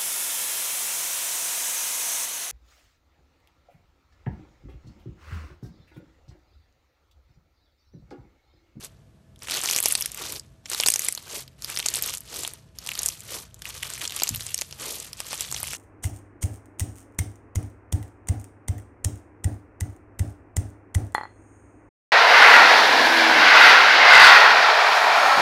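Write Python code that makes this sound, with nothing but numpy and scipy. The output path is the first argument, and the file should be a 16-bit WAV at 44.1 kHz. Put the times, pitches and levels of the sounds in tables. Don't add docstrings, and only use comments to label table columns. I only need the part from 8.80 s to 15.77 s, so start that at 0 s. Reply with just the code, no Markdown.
import sys
import numpy as np
from scipy import signal
from scipy.fft import rfft, irfft
from scipy.io import wavfile
from scipy.ndimage import uniform_filter1d

SR = 44100
rng = np.random.default_rng(int(sys.argv[2]) if len(sys.argv) > 2 else 0)


def generate_wav(sig):
    pcm = np.round(np.clip(np.atleast_2d(sig).T, -1, 1) * 32767).astype(np.int16)
    wavfile.write(sys.argv[1], SR, pcm)


N = 307366

# (frequency [Hz], relative level [dB])
ROOM_SPECTRUM = [(20, -65), (45, -8), (60, 2.5), (72, -10.5), (86, 3.5), (96, -8.5), (106, 0.5),
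                 (116, -10.5), (128, 2.5), (150, -5.5), (220, -10.5), (350, -20), (500, -19), (800, -27),
                 (2000, -34.5), (8000, -41.5), (14000, -48.5)]
# (time [s], level [dB])
RUMBLE_RIDE = [(0.0, -55.5), (1.5, -52), (2.4, -58.5), (2.6, -54), (4.5, -52), (4.85, -49), (5.2, -53),
               (6.55, -53.5), (6.77, -44), (6.97, -53)]
# (frequency [Hz], rms level [dB])
MOTOR_TONES = [(328, -76), (652, -73.5), (1717, -84)]
# (frequency [Hz], level [dB], time to fall 60 dB [s])
BUMP_MODES = [(57.4, -39, 0.59), (91.3, -36.5, 0.71), (112, -34.5, 0.63), (137.3, -40, 0.66),
              (170, -42.5, 0.44), (226, -36, 0.233), (297, -41.5, .15)]
# (average delay [ms], highest level [dB])
CLOSE_ECHOES = [(.42, -5), (1.2, -12), (2.3, -14), (3.4, -10)]
# (frequency [Hz], relative level [dB])
CRACKLE_SPECTRUM = [(900, 12), (1800, 2), (3000, 9), (5500, 8.5), (8000, 7), (11500, 3), (13700, 0.5)]
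# (five times [s], base crackle level at grip [dB], at press [dB], at ease [dB])
SQUEEZE_CUES = [(0.58, 0.71, 0.96, 1.186, 1.395, -32, -30.5, -36.5),
                (1.84, 1.93, 1.89, 2.29, 2.454, -48.5, -33, -40),
                (2.78, 2.84, 3.29, 3.355, 3.375, -41, -34.5, -41.5),
                (3.95, 4.07, 4.21, 4.33, 4.51, -42.5, -38, -46.5),
                (4.76, 4.86, 5.5, 5.86, 5.91, -44.5, -38.5, -47),
                (6.25, 6.4, 6.54, 6.92, 7.1, -46.5, -36, -41)]
PEEL_CUES = [(-0.1, 0.0, 0.054, 0.067, 0.087, -48.5, -41.5, -49),
             (1.3, 1.4, 1.597, 1.57, 1.616, -34.5, -39.5, -53),
             (2.38, 2.48, 2.565, 2.655, 2.625, -44, -33.5, -43.5),
             (3.42, 3.53, 3.654, 3.56, 3.825, -38, -34.5, -39),
             (4.42, 4.5, 4.56, 4.621, 4.68, -38.5, -35, -45), (5.93, 6.01, 6.1, 6.256, 6.37, -36, -34, -44)]
# (time [s], peak level [dB], pitch [Hz], knock gain within the pop [dB])
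POP_CUES = [(0.047, -20.5, 9000, -28), (0.5606, -40.5, 3450.0, -22.0), (0.5917, -37, 6550, -23),
            (0.6223, -27, 4130.0, -27), (0.633, -22.0, 7900, -41), (0.6725, -21, 3100.0, -15),
            (0.6852, -18.0, 3060.0, -6), (0.6985, -16.5, 3400, -18), (0.71, -14, 3900, -18),
            (0.721, -13.5, 3270, -16), (0.7787, -22, 3380.0, -15), (0.8054, -15, 3010.0, -23.0),
            (0.8152, -13, 8100, -25.0), (0.8369, -9.5, 8450, -10), (0.8585, -7.5, 5430, -13),
            (0.8745, -14, 4780.0, -31), (0.8996, -7.5, 5030, -16), (0.9115, -2, 5850, -25),
            (0.9338, -8, 7040, -22), (0.9484, -10.5, 5190.0, -25), (0.9629, -1.5, 5960.0, -24),
            (0.9796, -7, 7640.0, -26.0), (0.9868, -4, 9050, -29), (1.0034, -2.5, 8450, -26),
            (1.028, -4, 9900, -44), (1.0383, -6.5, 8750, -39), (1.0434, -15, 8400, -40.0),
            (1.0584, 3, 6650, -21.5), (1.085, -3.5, 11000, -44), (1.1014, -11.0, 13330.0, -32.0),
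            (1.1105, -8.5, 10400.0, -39), (1.1238, -0.5, 10030, -28.5), (1.1528, -0.5, 4950, -28),
            (1.1755, -20, 9950.0, -28.0), (1.2098, -5, 12300.0, -28), (1.2236, -9.5, 5710.0, -32),
            (1.2594, -5.5, 9350, -45), (1.3182, -16.5, 8500, -36), (1.3467, -14.5, 9200, -41),
            (1.375, -20, 11100, -34.0), (1.5233, -12.5, 13100, -30), (1.563, -19, 5230, -24.0),
            (1.597, -21, 5600.0, -35.5), (1.858, -21, 7100, -19), (1.8625, -25, 3080.0, -19),
            (1.9001, -13.5, 7620.0, -22.5), (1.9159, -17.5, 4000, -9), (1.9245, -19, 6300, -29.0),
            (1.9343, -14, 6300, -30.0), (1.9476, -11.5, 3900, -14), (2.0006, -5.5, 3860, -18.5),
            (2.0088, -10.5, 8800, -32.0), (2.0364, -6.5, 3100, -11.5), (2.062, -2.5, 3900, -12.5),
            (2.0668, -3, 12500, -24), (2.0747, -1, 7950, -37.0), (2.0856, 4.5, 8300, -29),
            (2.103, -0.5, 7560.0, -34), (2.1212, -8, 10790.0, -37), (2.1394, -2.5, 8450, -29),
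            (2.1598, -5, 8300, -28.5), (2.1941, -4, 7730, -34), (2.22, -13.5, 8910.0, -40),
            (2.248, -9, 8050, -38), (2.2862, -2, 7500, -27), (2.3251, -8, 10300, -38),
            (2.3506, -12.5, 7410.0, -46.0), (2.3768, -16, 4100, -14), (2.4258, -32, 11400, -31),
            (2.6789, -30.5, 4170, -26.5), (2.8225, -17, 5810.0, -26), (2.846, -11, 5400, -24),
            (2.895, -27, 1960, -27), (2.9007, -15, 8050, -35), (2.955, -17.0, 8300, -22.0),
            (2.9633, -14.5, 3730.0, -30), (2.9736, -8.5, 6210, -31.0), (2.9895, -8, 8600, -30),
            (2.9951, -13.5, 2940, -21), (3.001, -9.5, 3300, -20), (3.059, -11.5, 3340.0, -11.5),
            (3.0622, -2, 7000, -17.5), (3.0861, -4, 5200, -34), (3.1403, -7, 6400, -37),
            (3.1488, -11, 3980, -30), (3.1572, -5, 8070, -30.0), (3.1697, -10.0, 5570, -16.5),
            (3.2244, -2.5, 11440, -34.0), (3.237, -11, 5860.0, -22), (3.2426, -20, 3500, -25),
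            (3.2613, -9, 8270.0, -29), (3.2763, -18, 5340, -22), (3.2959, -13, 5530, -15.5),
            (3.3388, -10, 11820.0, -31), (3.3501, -14, 8660.0, -37), (3.3729, -14.5, 7560.0, -21),
            (3.3817, -18.5, 10800, -37), (3.4066, -18.5, 12600, -36), (3.635, -16, 6350.0, -16),
            (3.65, -14.5, 3250, -11), (3.6768, -13, 9000, -23), (3.7364, -20.5, 8200, -36),
            (3.9875, -20.5, 5490.0, -29.5), (4.0642, -19, 5000.0, -16), (4.073, -15, 5000, -24.0),
            (4.0907, -12.0, 3030, -20), (4.1172, -14, 2480, -20), (4.1531, -13.5, 4750, -22.5),
            (4.177, -19.5, 3420.0, -22), (4.1916, -7, 5680.0, -33.0), (4.2193, -15, 11110.0, -27.0),
            (4.2326, -7, 6700, -26), (4.2538, -17, 9820.0, -29.0), (4.2609, -0.5, 8700, -28),
            (4.2824, -14, 8340, -33), (4.2872, -2.5, 6600, -24.5), (4.3935, -34, 11800.0, -28.0),
            (4.4058, -21.5, 7600, -32), (4.744, -27.5, 6800, -24), (4.7931, -37, 6740.0, -19),
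            (4.8209, -19.5, 5800, -26), (4.8551, -15.5, 3140, -24.0), (4.891, -18, 9400, -36),
            (5.0279, -18, 2860, -25), (5.0317, -12, 2920, -37), (5.1023, -17.5, 11670.0, -20),
            (5.1371, -16.5, 6960.0, -38), (5.1545, -23, 2930.0, -35), (5.1783, -22, 2760.0, -24),
            (5.2156, -17, 2820, -27.0), (5.2536, -15.5, 3300, -31), (5.277, -11, 5370, -42),
            (5.2966, -21, 3340.0, -28), (5.3071, -20, 3470.0, -26), (5.3223, -16.5, 3550.0, -17),
            (5.364, -12, 9370.0, -42), (5.3998, -10.5, 5150, -21.5), (5.409, -18, 3250, -26),
            (5.4212, -8, 5260, -13), (5.435, 0.5, 7300, -34), (5.4724, -14, 3210.0, -19),
            (5.4777, -11, 5570, -26), (5.4913, -3, 6840, -27), (5.548, -11.5, 3300, -27),
            (5.5598, -8.5, 13600, -30), (5.608, -16.5, 3630, -13.5), (5.633, -21, 8300, -24),
            (5.6664, -13.5, 8800, -35), (5.6813, -23, 7800, -24), (5.7081, -21, 12250.0, -28),
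            (5.7446, -3.5, 8730, -49), (5.7788, -12, 4970, -34), (5.7892, -12.5, 7600, -23),
            (5.813, -8.5, 9970.0, -23), (5.819, -11.5, 4100, -12.5), (5.911, -24.5, 3470.0, -18),
            (5.9263, -19.5, 6300, -19), (6.201, -15.5, 7800, -23), (6.3315, -18, 4610.0, -40),
            (6.4035, -10.5, 4700, -12.5), (6.468, -25, 9130.0, -27), (6.5088, -23, 8570.0, -13),
            (6.531, -14, 4530, -6), (6.5426, -18, 6030, -20), (6.5778, -21, 6670, -24),
            (6.6085, -6.0, 6900, -23), (6.7148, -14.0, 7100, -19), (6.7255, -11.5, 6980, -13.5),
            (6.7456, -13, 7320.0, -19), (6.7643, -15, 4330.0, -21), (6.8032, -16, 11300, -20),
            (6.831, -8, 9440, -16), (6.8406, -19, 2100, -23), (6.873, -15, 7900, -30),
            (6.8864, -22, 4310.0, -13), (6.934, -15.5, 2350, -11), (6.95, -21.5, 2420, -9)]

SQUEEZE_FEEL = dict(ends_db=(-66.5, -56.5), wet_db=(-7.5, -15.5, -16.5, -18, -14.5),
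                    tilt=(0, 0.74, 1.2, 3.5, 0.4))
PEEL_FEEL = dict(ends_db=(-66.5, -63.5), wet_db=(-16.5, -12, -9.5, -14, -8), tilt=(.8, 0.8, 4.5, 3.5, -2))


def gain_of(db):
    return 10 ** (np.asarray(db) / 20)


def unit_rms(x):
    return x / np.sqrt(np.mean(x ** 2) + 1e-20)


def level_at(spectrum, hz):
    f, db = np.transpose(spectrum)
    return np.interp(np.log(hz + 1), np.log(f + 1), db)


def drift(samples):
    return unit_rms(uniform_filter1d(rng.standard_normal(N), samples))


def add(mix, s, sound):
    part = mix[round(s * SR):][:len(sound)]
    part += sound[:len(part)]


def room_tone(air_db=-54.5):
    colour = gain_of(level_at(ROOM_SPECTRUM, np.fft.rfftfreq(N, 1 / SR)))
    air = unit_rms(irfft(rfft(rng.standard_normal(N)) * colour, N))
    low = signal.sosfilt(signal.butter(2, 200, fs=SR, output="sos"), air)
    ride_db = np.interp(np.arange(N) / SR, *np.transpose(RUMBLE_RIDE))
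    return gain_of(ride_db) * unit_rms(low) + gain_of(air_db) * (air - low)


def motor_hum():
    t, out = np.arange(N) / SR, np.zeros(N)
    for hz, db in MOTOR_TONES:
        waver = drift(6000)
        out += np.sqrt(2) * gain_of(db + 0.87 * waver) * np.sin(2 * np.pi * hz * t + waver)
    return out


def distant_bump(at_s=5.5, attack_s=0.0086):
    t, out = np.arange(SR // 2) / SR, np.zeros(N)
    for hz, db, t60 in BUMP_MODES:
        envelope = gain_of(db - 60 * t / t60) * np.minimum(t / attack_s, 1)
        add(out, at_s, envelope * np.sin(2 * np.pi * (hz * t + rng.random())))
    return out


def wall_reverb(x, t60=0.18, predelay_s=.008):
    t = np.arange(SR // 2) / SR
    tail = gain_of(-47.5 - 60 * t / t60) * rng.standard_normal(len(t)) * (t > predelay_s)
    return signal.oaconvolve(x, tail)[:N]


def with_close_echoes(sound, t60=.03):
    t = np.arange(1500) / SR
    taps = gain_of(-29 - 60 * t / t60) * rng.standard_normal(len(t)) * (t > .0008)
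    taps[0] = 1
    for (ms, db), (far, weak) in zip(CLOSE_ECHOES, rng.random((len(CLOSE_ECHOES), 2))):
        delay_s = ms * (1 + .9 * (far - .5)) / 1000
        add(taps, delay_s, gain_of([db - 5 * weak]))
    return signal.fftconvolve(sound, taps)


def gestures(cues, ends_db, wet_db, tilt, settle_db_per_s=-84.5):
    t, envelopes = np.arange(N) / SR, np.zeros((3, N))
    for *times, grip_db, press_db, ease_db in cues:
        times = np.sort(times)
        db = np.interp(t, times, (ends_db[0], grip_db, press_db, ease_db, ends_db[1]), left=-200)
        db += settle_db_per_s * np.maximum(t - times[-1], 0)
        crackle = gain_of(db)
        squelch = gain_of(db + np.interp(t, times, wet_db))
        envelopes += crackle, squelch, crackle * np.interp(t, times, tilt)
    return envelopes


def hands(uneven_db=3.01, uneven_s=0.039):
    pressure = gain_of(uneven_db * drift(round(uneven_s * SR)))
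    squeeze = gestures(SQUEEZE_CUES, **SQUEEZE_FEEL)
    crackle, squelch, weighted_tilt = pressure * squeeze + gestures(PEEL_CUES, **PEEL_FEEL)
    return crackle, squelch, weighted_tilt / crackle, squeeze[0]


def burst(hz, cycles, phase=0):
    turns = np.arange(500) / SR * hz
    envelope = turns ** 2 * np.exp(-2 * turns / cycles)
    ring = envelope * np.sin(2 * np.pi * (turns + phase))
    ring -= envelope * ring.sum() / envelope.sum()
    return ring / abs(ring).max()


def grains(pitches_hz, sizes_db, base_per_s, spread_db, cycles, tilt=0):
    jostle = rng.standard_normal(N)
    clumps = unit_rms(uniform_filter1d(jostle, size=300) - uniform_filter1d(jostle, size=1800))
    hits = gain_of(spread_db * np.minimum(rng.exponential(1, N), 4)) * rng.choice([-1, 1], N)
    hits *= rng.random(N) < base_per_s / SR * gain_of(2.5 * clumps)
    voice, out = rng.integers(0, len(pitches_hz), N), np.zeros(N)
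    for k, (hz, db) in enumerate(zip(pitches_hz, sizes_db)):
        train = hits * (voice == k) * gain_of(db + tilt * np.log2(hz / 4500))
        out += signal.oaconvolve(train, with_close_echoes(burst(hz, cycles)))[:N]
    return unit_rms(out)


def wet_squelch():
    hz = np.geomspace(300, 1200, num=14)
    return grains(hz, 4.0 * np.log2(hz / 600), base_per_s=700, spread_db=0.41, cycles=0.68)


def fine_crackle(tilt):
    hz = np.geomspace(1000, 13500, num=48)
    sizes_db = level_at(CRACKLE_SPECTRUM, hz) + 15 * np.log10(hz)
    return grains(hz, sizes_db, base_per_s=5000, spread_db=4.03, cycles=0.74, tilt=tilt)


def pop(hz, knock_db, tear_samples=130):
    t = np.arange(-tear_samples, tear_samples + 1) / SR
    snap_tune, knock_tune, phase, tear_length = rng.random(4)
    ring = burst(hz, 0.98 * (hz / 8000) ** 0.32, phase)
    snap = burst(8000 * (0.7 + 0.95 * snap_tune), 0.55) + 0.17 * burst(3270, 0.49)
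    knock = burst(1150 * (.8 + .5 * knock_tune), .45)
    tear_envelope = np.exp(-abs(t) / (.0003 + .0008 * tear_length))
    tear = .24 * rng.standard_normal(len(t)) * tear_envelope * (rng.random(len(t)) < .2)
    tear[tear_samples] = 1
    sound = np.convolve(0.72 * ring + 0.87 * snap, tear)
    add(sound, tear_samples / SR, gain_of(knock_db) * knock)
    sound = with_close_echoes(sound)
    return sound / abs(sound).max()


def pocket_pops(squeeze_gain, fill_per_s=45, fill_db=13, spread_db=2):
    hits = gain_of(fill_db + spread_db * np.minimum(rng.exponential(1, N), 3))
    hits *= squeeze_gain * (rng.random(N) < fill_per_s / SR)
    pitches_hz = np.geomspace(2800, 12000, num=30)
    voice, out = rng.integers(0, len(pitches_hz), N), np.zeros(N)
    for k, hz in enumerate(pitches_hz):
        out += signal.oaconvolve(hits * (voice == k), pop(hz, knock_db=-26))[:N]
    for s, db, hz, knock_db in POP_CUES:
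        sound = pop(hz, knock_db)
        add(out, s - abs(sound).argmax() / SR, gain_of(db) * sound)
    return out


def scene():
    crackle_gain, squelch_gain, tilt, squeeze_gain = hands()
    slime = crackle_gain * fine_crackle(tilt) + squelch_gain * wet_squelch() + pocket_pops(squeeze_gain)
    return (slime + wall_reverb(slime) + room_tone() + motor_hum() + distant_bump())[None]


def record(dry, ceiling=.88, rolloff_hz=14050, edge_hz=15283):
    rounded = dry / (1 + (dry / ceiling) ** 4) ** .25
    rolloff = signal.firwin(201, rolloff_hz, window=("kaiser", 4.5), fs=SR)
    band_limit = signal.firwin(511, edge_hz, window=("kaiser", 9), fs=SR)
    softened = signal.oaconvolve(rounded, rolloff[None], "same")
    return signal.oaconvolve(softened, band_limit[None], "same")


dry = scene()
out = record(dry)
generate_wav(out)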